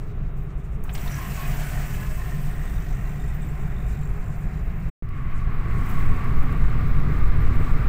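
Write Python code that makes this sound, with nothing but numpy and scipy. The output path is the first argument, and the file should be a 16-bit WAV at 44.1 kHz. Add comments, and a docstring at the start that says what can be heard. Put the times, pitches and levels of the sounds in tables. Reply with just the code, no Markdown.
"""Inside a car on a highway, two stretches of the drive joined by a short silence.
First: shaped noise gives body boom, tyre roar and seal wind; noise bursts clack the side window open,
letting in air and tyre hiss; a motorbike overtakes, its firing pulses ringing resonators; trim clicks.
Then: louder, swelling up from the silence; a car draws alongside in noise bands, a tread hum and ticks;
a sine throbs once per wheel turn and trim ticks along with it."""
import sys
import numpy as np
from scipy import signal
from scipy.fft import rfft, irfft, next_fast_len
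from scipy.io import wavfile

SR = 44100
rng = np.random.default_rng(int(sys.argv[2]) if len(sys.argv) > 2 else 0)


def output_pcm(signal):
    """Save a mono or channel-first signal as 16-bit PCM at the path in sys.argv[1].

    Samples are clipped to [-1, 1] before scaling.
    """
    pcm = np.clip(np.atleast_2d(signal).T, -1, 1) * 32767
    wavfile.write(sys.argv[1], SR, np.round(pcm).astype(np.int16))


N = 347508
TIME = np.arange(N) / SR

# silence between the stretches
SILENCE_START_S, SILENCE_END_S = 4.901, 5.024
LATER = TIME > SILENCE_END_S
FADE_OUT_S, FADE_IN_S = .008, .001

# cabin; noise spectra are relative: freq_hz, density_db
# body boom, first stretch: freq_hz, density_db
BOOM_FIRST = [(7.1, -42.5), (12, -1), (27, 3.5), (45, -3.5), (65, -3), (81, -13.5), (134, -7), (146, -5),
              (172, -13.5), (198, -14.5), (221, -28), (243, -31), (330, -33), (430, -47), (730, -120)]
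# body boom, second stretch: freq_hz, density_db
BOOM_SECOND = [(1.8, -39.5), (3.0, 3), (16, 7.5), (26, -3.5), (47, -3), (75, -9), (139, -10), (210, -22.5),
               (246, -32), (330, -30.5), (430, -34), (730, -120)]
# body panel resonances: freq_hz, width_hz (of one pass), level_db (over the boom)
PANELS = [(23.2, 8, -16), (50.7, 5.8, -11), (98.79, 9.6, -17), (144.7, 19.5, -18.5), (194, 17, -30),
          (244.7, 7.8, -37.5), (397, 63, -38.5)]
# tyre roar in the closed cabin, first stretch: freq_hz, density_db
ROAR_FIRST = [(150, -10), (250, -8), (353, -10.5), (413, -3.5), (452, -11.5), (505, -16), (565, -16.5),
              (624, -15), (675, -15), (943, -21), (1100, -17), (1190, -16.5), (1600, -22.5), (2500, -26),
              (3200, -36.5), (3800, -38.5), (4680, -76.5), (7920, -120)]
# tyre roar, second stretch: freq_hz, density_db
ROAR_SECOND = [(150, -43), (250, 2), (328, -7.5), (459, -7), (543, -15), (780, -15), (854, -17),
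               (1150, -10), (1490, -13.5), (2080, -21), (3110, -34), (3830, -30.5), (5500, -41.5),
               (7150, -73), (12100, -120)]
# wind past the door seals: freq_hz, density_db
SEALS = [(2060, -31), (3500, -28), (3770, -1), (4610, -7), (6540, -6), (7940, -6), (11800, -13.5),
         (14800, -0.5), (15600, 0)]
# air pumping at the open window: freq_hz, density_db
BUFFET = [(3, 6), (6, 0), (12, -16), (18, -37)]
# cabin base levels: first_stretch_db, second_stretch_db
BOOM_DB, ROAR_DB, SEALS_DB = (-24, -15.5), (-46, -38), (-65, -63)
BOOM_RISE_DB_PER_S = 0.66  # first stretch, reaching the base level at its end
BUMPS_DB = 1.1  # spread; uneven road swells the whole boom at once
SWELL_DB, SWELL_TIME_CONSTANT_S = 12, 0.53  # shortfall just after the silence; how it dies
BOOM_SHARE, ROAR_SHARE, SEALS_SHARE, THROB_SHARE = 1, 1.46, 0.96, 3.5  # of that shortfall

# window: glass leaves its seal, then drops
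AJAR_S, OPEN_S, OPENING_S, AJAR_DB = .84, 0.94, 0.017, -11
BUFFET_STEADY_DB = -37
THUMP_DB, THUMP_S, THUMP_SPREAD_S = -22, 0.926, 0.086  # pressure thump as the glass drops
# glass freeing itself: start_s, peak_db, centre_hz, half_width_octaves, rise_s
GLASS = [(.836, -37, 11800, 0.73, 0.0018), (.845, -37, 990, .6, .004), (.879, -36.5, 1000, 0.67, .002),
         (.892, -32.5, 1950, 0.39, 0.0011), (.893, -36, 3000, 0.32, 0.001),
         (.926, -39.5, 7600, 0.148, 0.016), (.945, -35.5, 8000, .25, .01), (.936, -34, 14400, .15, 0.0022),
         (0.947, -33, 2300, 0.4, 0.006), (0.948, -33, 4200, 0.46, 0.0068), (0.977, -37, 3760, 0.17, .002),
         (1.075, -37, 3780, 0.167, .001)]
GLASS_T60_S = 0.056
DOOR_HZ, DOOR_DB = 794, -8  # door panel thud under each clack; dB over it

# outside air and motorbike
# air rush, first stretch: freq_hz, density_db
RUSH_FIRST = [(290, -44.5), (500, -9), (558, -8.5), (690, -2.5), (814, -7.5), (1700, -6), (2000, -6.5),
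              (2640, -13), (3450, -38), (4500, -39), (5850, -65), (9900, -120)]
# tyre hiss, both stretches: freq_hz, density_db
HISS = [(1760, -0.5), (3000, 0.5), (3610, -6.5), (4700, -7), (5660, -6), (6540, -6), (8100, -2.5),
        (9360, -11), (13200, -6), (14400, -2), (15600, -0.5)]
TRAFFIC_DB, BIKE_RUSH_DB, BIKE_HISS_DB = -49, -43, -43  # steady far traffic; bike at its closest
RUSH_FALL, HISS_FALL, NOTE_FALL = 1.5, 1.47, 0.98  # powers of distance
NEAREST_S, PASS_S = 1.487, 0.59  # closest approach; time to move one closest distance along
NOTE_LAG_S = 0.2  # low note peaks this long after closest approach
FIRINGS_PER_S, FIRINGS_RISE_PER_S2 = 47.2, .21  # rate at 0 s; gain each second
FIRING_SPREAD_DB, EXHAUST_RASP = 3.5, 1.2  # uneven firings; gas noise beside the puffs
EXHAUST_FLUTTER_DB, VALVE_FLUTTER_DB = 2.2, 3.2  # gusty path; rattle comes and goes
# exhaust resonances, each row one swell of a ringing band during the pass:
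# freq_hz, t60_s (of one pass through the resonance), level_db (rms), loudest_s, spread_s
EXHAUST = [(700, .058, -49, 1.1, .06), (715, .06, -45.5, 1.48, .045), (710, .04, -48.5, 1.61, .03),
           (720, .045, -48, 1.79, .08), (623, .05, -53, 1.75, .3), (720, .059, -56, 2.35, .25),
           (730, .054, -55, 2.97, .3), (738, .074, -56.5, 4.02, .58), (1004, .021, -49, 1.07, .018),
           (1060, .03, -46.5, 1.22, .066), (1100, .04, -45, 1.43, .043), (1047, .05, -56, 2.1, .5),
           (1055, .05, -60, 3.9, .7), (1493, .03, -49, 1.75, .15), (1680, .03, -48.5, 1.17, .05),
           (1760, .03, -48, 1.45, .02), (1637, .034, -46, 1.65, .054), (1696, .025, -50, 1.95, .12),
           (1900, .02, -47, 1.18, .07), (1840, .033, -47, 1.75, .06), (1820, .02, -52.5, 2.27, .12),
           (1840, .016, -52.5, 2.55, .15), (1880, .02, -56, 2.9, .2), (1930, .035, -57, 3.2, .15),
           (1880, .02, -63, 3.7, .3), (2258, .022, -52, 1.55, .3), (2700, .012, -53, 1.07, .06),
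           (2564, .012, -52.5, 1.33, .06), (2500, .018, -49, 1.46, .04), (2620, .033, -56, 1.95, .2),
           (2730, .03, -61, 3.05, .07)]
# treble rattle resonances, each row one swell of a ringing band as the bike goes by:
# freq_hz, t60_s (of one pass through the resonance), level_db (rms), loudest_s, spread_s
RATTLE = [(5800, .005, -57, 1.12, .1), (3640, .0073, -63, 2.72, .16), (3620, .008, -65.5, 3.3, .15),
          (3620, .007, -64, 3.82, .1), (3980, .008, -67, 3.07, .04), (6000, .0046, -65, 2.9, .17),
          (8190, .004, -62.5, 2.52, .48), (7350, .0062, -63.5, 3.1, .16), (6600, .005, -65, 2.85, .17),
          (7130, .003, -70, 4.22, .6), (7440, .0058, -65, 4.02, .25)]
# low harmonics of the firing rate: multiple, level_db (rms at the note's loudest)
EXHAUST_NOTE = [(3, -36.5), (5, -54), (6, -54)]

# trim
# clicks: start_s, peak_db, centre_hz, half_width_octaves
TRIM = [(3.275, -48, 8300, .15), (3.342, -44, 14600, .06), (3.418, -46, 7900, .08),
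        (3.467, -46, 14300, .08), (3.485, -48, 7700, .08), (4.09, -53, 11000, .27),
        (5.889, -36, 14500, 0.3), (6.87, -47, 14500, .27), (7.419, -48, 14600, .27)]
TRIM_T60_S = 0.14
# one dry snap: start_s, peak_db, centre_hz, half_width_octaves, t60_s
SNAP = (5.09, -42, 6800, 1.35, .005)

# car alongside
# its air rush: freq_hz, density_db
RUSH_SECOND = [(350, -39), (600, -7), (919, -9.5), (1110, -1), (1660, -6), (2170, -5), (3020, -19),
               (5000, -44.5), (6500, -73), (11000, -120)]
# its engine and tread tones: freq_hz, width_hz (of one pass), level_db (over the rush)
CAR_TONES = [(103.2, 15, 0.5), (244.13, 8.05, -5), (725, 161, -13), (2070, 170, -16)]
# levels as it draws alongside: time_s, rush_db, hiss_db
CAR_LEVELS = [(5.03, -55, -78), (5.16, -46, -66), (5.55, -45.5, -66.5), (5.9, -40, -52), (6.3, -41.5, -60),
              (6.85, -43.5, -60), (7.4, -42, -60.5), (7.65, -41, -56.5), (7.88, -42, -60)]
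# tread hum: time_s, pitch_hz
TREAD = [(5.1, 1123), (5.8, 1110), (6.5, 1129), (7.2, 1176), (7.88, 1153)]
TREAD_WIDTH_HZ, TREAD_WAVER_HZ, TREAD_DB = 80, 10, -2.5  # dB over the rush
CAR_TICKS_PER_S = 39.5
# what the injector ticks ring: freq_hz, t60_s (of one pass), level_db (rms), loudest_s, spread_s
INJECTORS = [(8250, 0.00108, -62.5, 5.96, 0.17), (14900, .0015, -59, 5.96, 0.086)]
# short whistle of air: freq_hz, t60_s (of one pass), level_db (rms), loudest_s, spread_s
WHISTLE = [(8000, .004, -65, 7.64, 0.055)]

# wheel
WHEEL_TURNS_PER_S, THROB_DB = 10.58, -20.5
# trim ticks on some wheel turns: start_s, peak_db
WHEEL_TICKS = [(5.3712, -57.5), (6.2413, -44), (6.4298, -44), (6.5251, -41), (6.6204, -54), (6.8088, -48),
               (6.998, -44), (7.1871, -47), (7.2804, -48), (7.376, -47)]

# output
OVERLOAD_PEAK, CUTOFF_HZ = 0.746, 15700


def from_db(db):
    """Gain of a level in dB."""
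    return np.exp(np.asarray(db) * (np.log(10) / 20))


def rms_one(x):
    """Scale to rms 1."""
    return x / np.sqrt(np.mean(x ** 2) + 1e-20)


def in_time(rows):
    """Columns of a time table, interpolated at every sample."""
    time_s, *columns = np.transpose(rows)
    return [np.interp(TIME, time_s, column) for column in columns]


def drift(rate_hz):
    """Slow random wander of spread 1, about rate_hz changes a second."""
    step = 40  # samples between wander points
    r = np.exp(-2 * np.pi * rate_hz * step / SR)
    noise = rng.standard_normal(N // step + 2002)
    slow = signal.lfilter([1], [1, -2 * r, r * r], noise)[2000:]
    joined = np.linspace(slow[:-1], slow[1:], step, endpoint=False, axis=1).ravel()[:N]
    return joined / np.sqrt(np.mean(slow ** 2))


def coloured(spectrum, patchy_db, rate_hz, count=6):
    """Noise of this spectrum in overlapping bands flickering partly together, partly alone; rms 1."""
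    size = next_fast_len(N)
    log_hz = np.log(np.arange(size // 2 + 1) * SR / size + 1e-9)
    freq_hz, density_db = np.transpose(spectrum)
    gain = from_db(np.interp(log_hz, np.log(freq_hz), density_db, -200, -200))
    shaped = rfft(rng.standard_normal(size)) * gain
    centres = np.linspace(np.log(freq_hz[0]), np.log(freq_hz[-1]), count)
    together = drift(rate_hz)
    out = 0
    for k in range(count):
        weight = np.interp(log_hz, centres, np.arange(count) == k)
        band = irfft(shaped * weight, size)[:N]
        out = out + band * from_db(patchy_db * (0.29 * together + 0.894 * drift(rate_hz)))
    return rms_one(out)


def resonant(modes, patchy_db):
    """Noise passed twice through each resonance, each swelling on its own."""
    out = 0
    for freq_hz, width_hz, level_db in modes:
        r = np.exp(-np.pi * width_hz / SR)
        poles = [1, -2 * r * np.cos(2 * np.pi * freq_hz / SR), r * r]
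        once = signal.lfilter([1, 0, -1], poles, rng.standard_normal(N))
        twice = signal.lfilter([1, 0, -1], poles, once)
        out = out + rms_one(twice) * from_db(level_db + patchy_db * drift(4.8))
    return out


def burst(start_s, centre_hz, half_width_octaves, t60_s, rise_s=.0005):
    """Band of noise that rises quickly and dies; peak 1."""
    ratio = 2 ** half_width_octaves
    edges_hz = [centre_hz / ratio, min(centre_hz * ratio, .45 * SR)]
    after_s = TIME[:8192]
    decay = from_db(np.maximum(-60 * after_s / t60_s, -200))
    rise = np.minimum(after_s / max(rise_s, 1e-4), 1)
    puff = rng.standard_normal(len(after_s)) * decay * rise
    puff = signal.sosfilt(signal.butter(3, edges_hz, "band", fs=SR, output="sos"), puff)
    out = np.zeros(N)
    out[int(start_s * SR):][:len(after_s)] = puff / np.abs(puff).max()
    return out


def bell(peak_db, loudest_s, spread_s):
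    """Gain that swells to peak_db at one moment and sinks again."""
    return from_db(peak_db) * np.exp(-.5 * ((TIME - loudest_s) / spread_s) ** 2)


def ringing(drive, freq_hz, t60_s):
    """Drive through one resonance twice, which keeps the ring narrow; rms 1."""
    r = from_db(-60 / (t60_s * SR))
    w = 2 * np.pi * freq_hz / SR
    section = [0.93, 0.0016, -0.944, 1, -2 * r * np.cos(w), r * r]
    return rms_one(signal.sosfilt([section] * 2, drive))


def struck(drive, swells, flutter_db=2.5):
    """Drive rings each resonance, which swells and sinks around its loudest moment and flutters."""
    out = 0
    for freq_hz, t60_s, level_db, loudest_s, spread_s in swells:
        gain = bell(level_db + flutter_db * drift(8.2), loudest_s, spread_s)
        out = out + ringing(drive, freq_hz, t60_s) * gain
    return out


def distance_db(nearest_s):
    """Distance of the passing motorbike over its closest distance, in dB."""
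    return 10 * np.log10(1 + ((TIME - nearest_s) / PASS_S) ** 2)


def swell_db():
    """Shortfall of level just after the silence, dying away."""
    since_s = TIME - SILENCE_END_S
    return -SWELL_DB * np.exp(-np.abs(since_s) / SWELL_TIME_CONSTANT_S) * (since_s > 0)


def ajar_ramp():
    """Rises 0 to 1 as the glass leaves its seal."""
    return np.clip((TIME - AJAR_S) / OPENING_S, 0, 1)


def body_boom():
    """Road shakes the body: deep noise plus panel resonances, swelling over bumps."""
    first = coloured(BOOM_FIRST, 0.2, 7.5, count=4)
    second = coloured(BOOM_SECOND, 1.1, 9.6, count=4)
    boom = np.where(LATER, second, first) + resonant(PANELS, patchy_db=-0.5)
    rise_db = BOOM_RISE_DB_PER_S * np.minimum(TIME - SILENCE_START_S, 0)
    return boom * from_db(rise_db + BUMPS_DB * drift(7.6))


def tyre_roar():
    """Muffled tyre noise inside the cabin."""
    first = coloured(ROAR_FIRST, 0.57, 7.7, count=4)
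    second = coloured(ROAR_SECOND, 0.53, 1.3, count=4)
    return np.where(LATER, second, first)


def cabin():
    """Boom, roar and seal wind at their level in each stretch."""
    seal_wind = coloured(SEALS, 4.7, 8.6, count=4)
    layers = [(body_boom(), BOOM_DB, BOOM_SHARE), (tyre_roar(), ROAR_DB, ROAR_SHARE),
              (seal_wind, SEALS_DB, SEALS_SHARE)]
    out = 0
    for sound, (first_db, second_db), share in layers:
        out = out + sound * from_db(np.where(LATER, second_db + share * swell_db(), first_db))
    return out


def buffeting():
    """Very low air pumping at the open window, first stretch, with a thump as the glass drops."""
    steady = from_db(BUFFET_STEADY_DB) * ajar_ramp() * ~LATER
    gain = steady + bell(THUMP_DB, THUMP_S, THUMP_SPREAD_S)
    return gain * coloured(BUFFET, 0.83, 1.5, count=2)


def glass_clacks():
    """Glass freeing itself: noise bursts, each with a door panel thud under it."""
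    out = 0
    for start_s, peak_db, centre_hz, half_width_octaves, rise_s in GLASS:
        clack = burst(start_s, centre_hz, half_width_octaves, GLASS_T60_S, rise_s)
        thud = burst(start_s, DOOR_HZ, 0.22, GLASS_T60_S, rise_s)
        out = out + from_db(peak_db) * (clack + from_db(DOOR_DB) * thud)
    return out


def outside():
    """Air, passing tyres and engines, let in once the window opens."""
    far_db = distance_db(NEAREST_S)
    rush_db, hiss_db = in_time(CAR_LEVELS)
    bike_gain = from_db(BIKE_RUSH_DB - RUSH_FALL * far_db)
    first_gain = np.hypot(from_db(TRAFFIC_DB), bike_gain)  # powers add
    first_rush = first_gain * coloured(RUSH_FIRST, 1.24, 6.74, count=4)
    rush = np.where(LATER, from_db(rush_db) * car_rush(), first_rush)
    hiss_gain = from_db(np.where(LATER, hiss_db, BIKE_HISS_DB - HISS_FALL * far_db))
    hiss = hiss_gain * coloured(HISS, 1.7, 25.0)
    still_ajar = np.clip(1 - (TIME - OPEN_S) / OPENING_S, 0, 1)
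    window = ajar_ramp() * from_db(AJAR_DB * still_ajar)
    return window * (rush + hiss + motorbike() * ~LATER + car_engine())


def motorbike():
    """Firings drive exhaust resonances with rasping puffs, a treble rattle with noisy knocks; a low note hums."""
    firings = FIRINGS_PER_S * TIME + FIRINGS_RISE_PER_S2 * TIME ** 2 / 2
    phase = firings % 1
    pulses = np.diff(np.floor(firings), prepend=0) * from_db(rng.normal(0, FIRING_SPREAD_DB, N))
    gas = rng.standard_normal(N) * (.4 + np.exp(-phase / 0.42))
    puffs = rms_one(pulses) + EXHAUST_RASP * gas
    knocks = rng.standard_normal(N) * np.exp(-phase / 0.3)
    note = 0
    for multiple, level_db in EXHAUST_NOTE:
        tone = np.sqrt(2) * np.sin(2 * np.pi * multiple * firings)
        note = note + tone * from_db(level_db + 2.2 * drift(3.0))
    note = note * from_db(-NOTE_FALL * distance_db(NEAREST_S + NOTE_LAG_S))
    exhaust = struck(puffs, EXHAUST, flutter_db=EXHAUST_FLUTTER_DB)
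    rattle = struck(knocks, RATTLE, flutter_db=VALVE_FLUTTER_DB)
    return exhaust + rattle + note


def trim_clicks():
    """Cabin trim: short noise clicks and one dry snap."""
    start_s, peak_db, centre_hz, half_width_octaves, t60_s = SNAP
    out = from_db(peak_db) * burst(start_s, centre_hz, half_width_octaves, t60_s)
    for start_s, peak_db, centre_hz, half_width_octaves in TRIM:
        out = out + from_db(peak_db) * burst(start_s, centre_hz, half_width_octaves, TRIM_T60_S)
    return out


def car_rush():
    """Air rush in the second stretch, with the other car's resonant tones and tread hum."""
    air = coloured(RUSH_SECOND, 1.0, 6.8, count=4)
    return air + resonant(CAR_TONES, patchy_db=-1.5) + from_db(TREAD_DB) * tread_hum()


def tread_hum():
    """Narrow band of noise riding on the tread's wavering pitch; rms 1."""
    pitch_hz, = in_time(TREAD)
    phase = 2 * np.pi * np.cumsum(pitch_hz + TREAD_WAVER_HZ * drift(3.992)) / SR
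    lowpass = signal.butter(2, TREAD_WIDTH_HZ / 2, fs=SR, output="sos")
    slow = signal.sosfilt(lowpass, rng.standard_normal((2, N)))
    return rms_one(slow[0] * np.cos(phase) + slow[1] * np.sin(phase))


def wheel():
    """Out-of-round wheel: cabin air throbs as a sine each turn; trim ticks on some turns."""
    sine = np.sqrt(2) * np.sin(2 * np.pi * WHEEL_TURNS_PER_S * TIME)
    throb = sine * from_db(THROB_DB + THROB_SHARE * swell_db() + 0.62 * drift(0.97))
    ticks = sum(from_db(peak_db) * burst(start_s, 10400, 1.0, 0.026) for start_s, peak_db in WHEEL_TICKS)
    return throb * LATER + ticks


def car_engine():
    """Injector ticks, thin and bright, while the other engine is level; later a whistle of air."""
    phase = (TIME - 5.962) * CAR_TICKS_PER_S % 1
    ticks = rng.standard_normal(N) * np.exp(-phase / 0.237)
    return struck(ticks, INJECTORS) + struck(rng.standard_normal(N), WHISTLE)


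def scene():
    """All sources at one microphone."""
    mix = cabin() + buffeting() + glass_clacks() + outside() + trim_clicks() + wheel()
    return mix[None]


def record(dry):
    """Peaks round off; the sound fades quickly into the silence and back; the top is cut."""
    fade_out = (SILENCE_START_S - TIME) / FADE_OUT_S
    fade_in = (TIME - SILENCE_END_S) / FADE_IN_S
    gate = np.clip(np.maximum(fade_out, fade_in), 0, 1)
    rounded = OVERLOAD_PEAK * np.tanh(dry / OVERLOAD_PEAK)
    lowpass = signal.ellip(14, .3, 80, CUTOFF_HZ, fs=SR, output="sos")
    return signal.sosfilt(lowpass, rounded * gate)


dry = scene()
out = record(dry)
output_pcm(out)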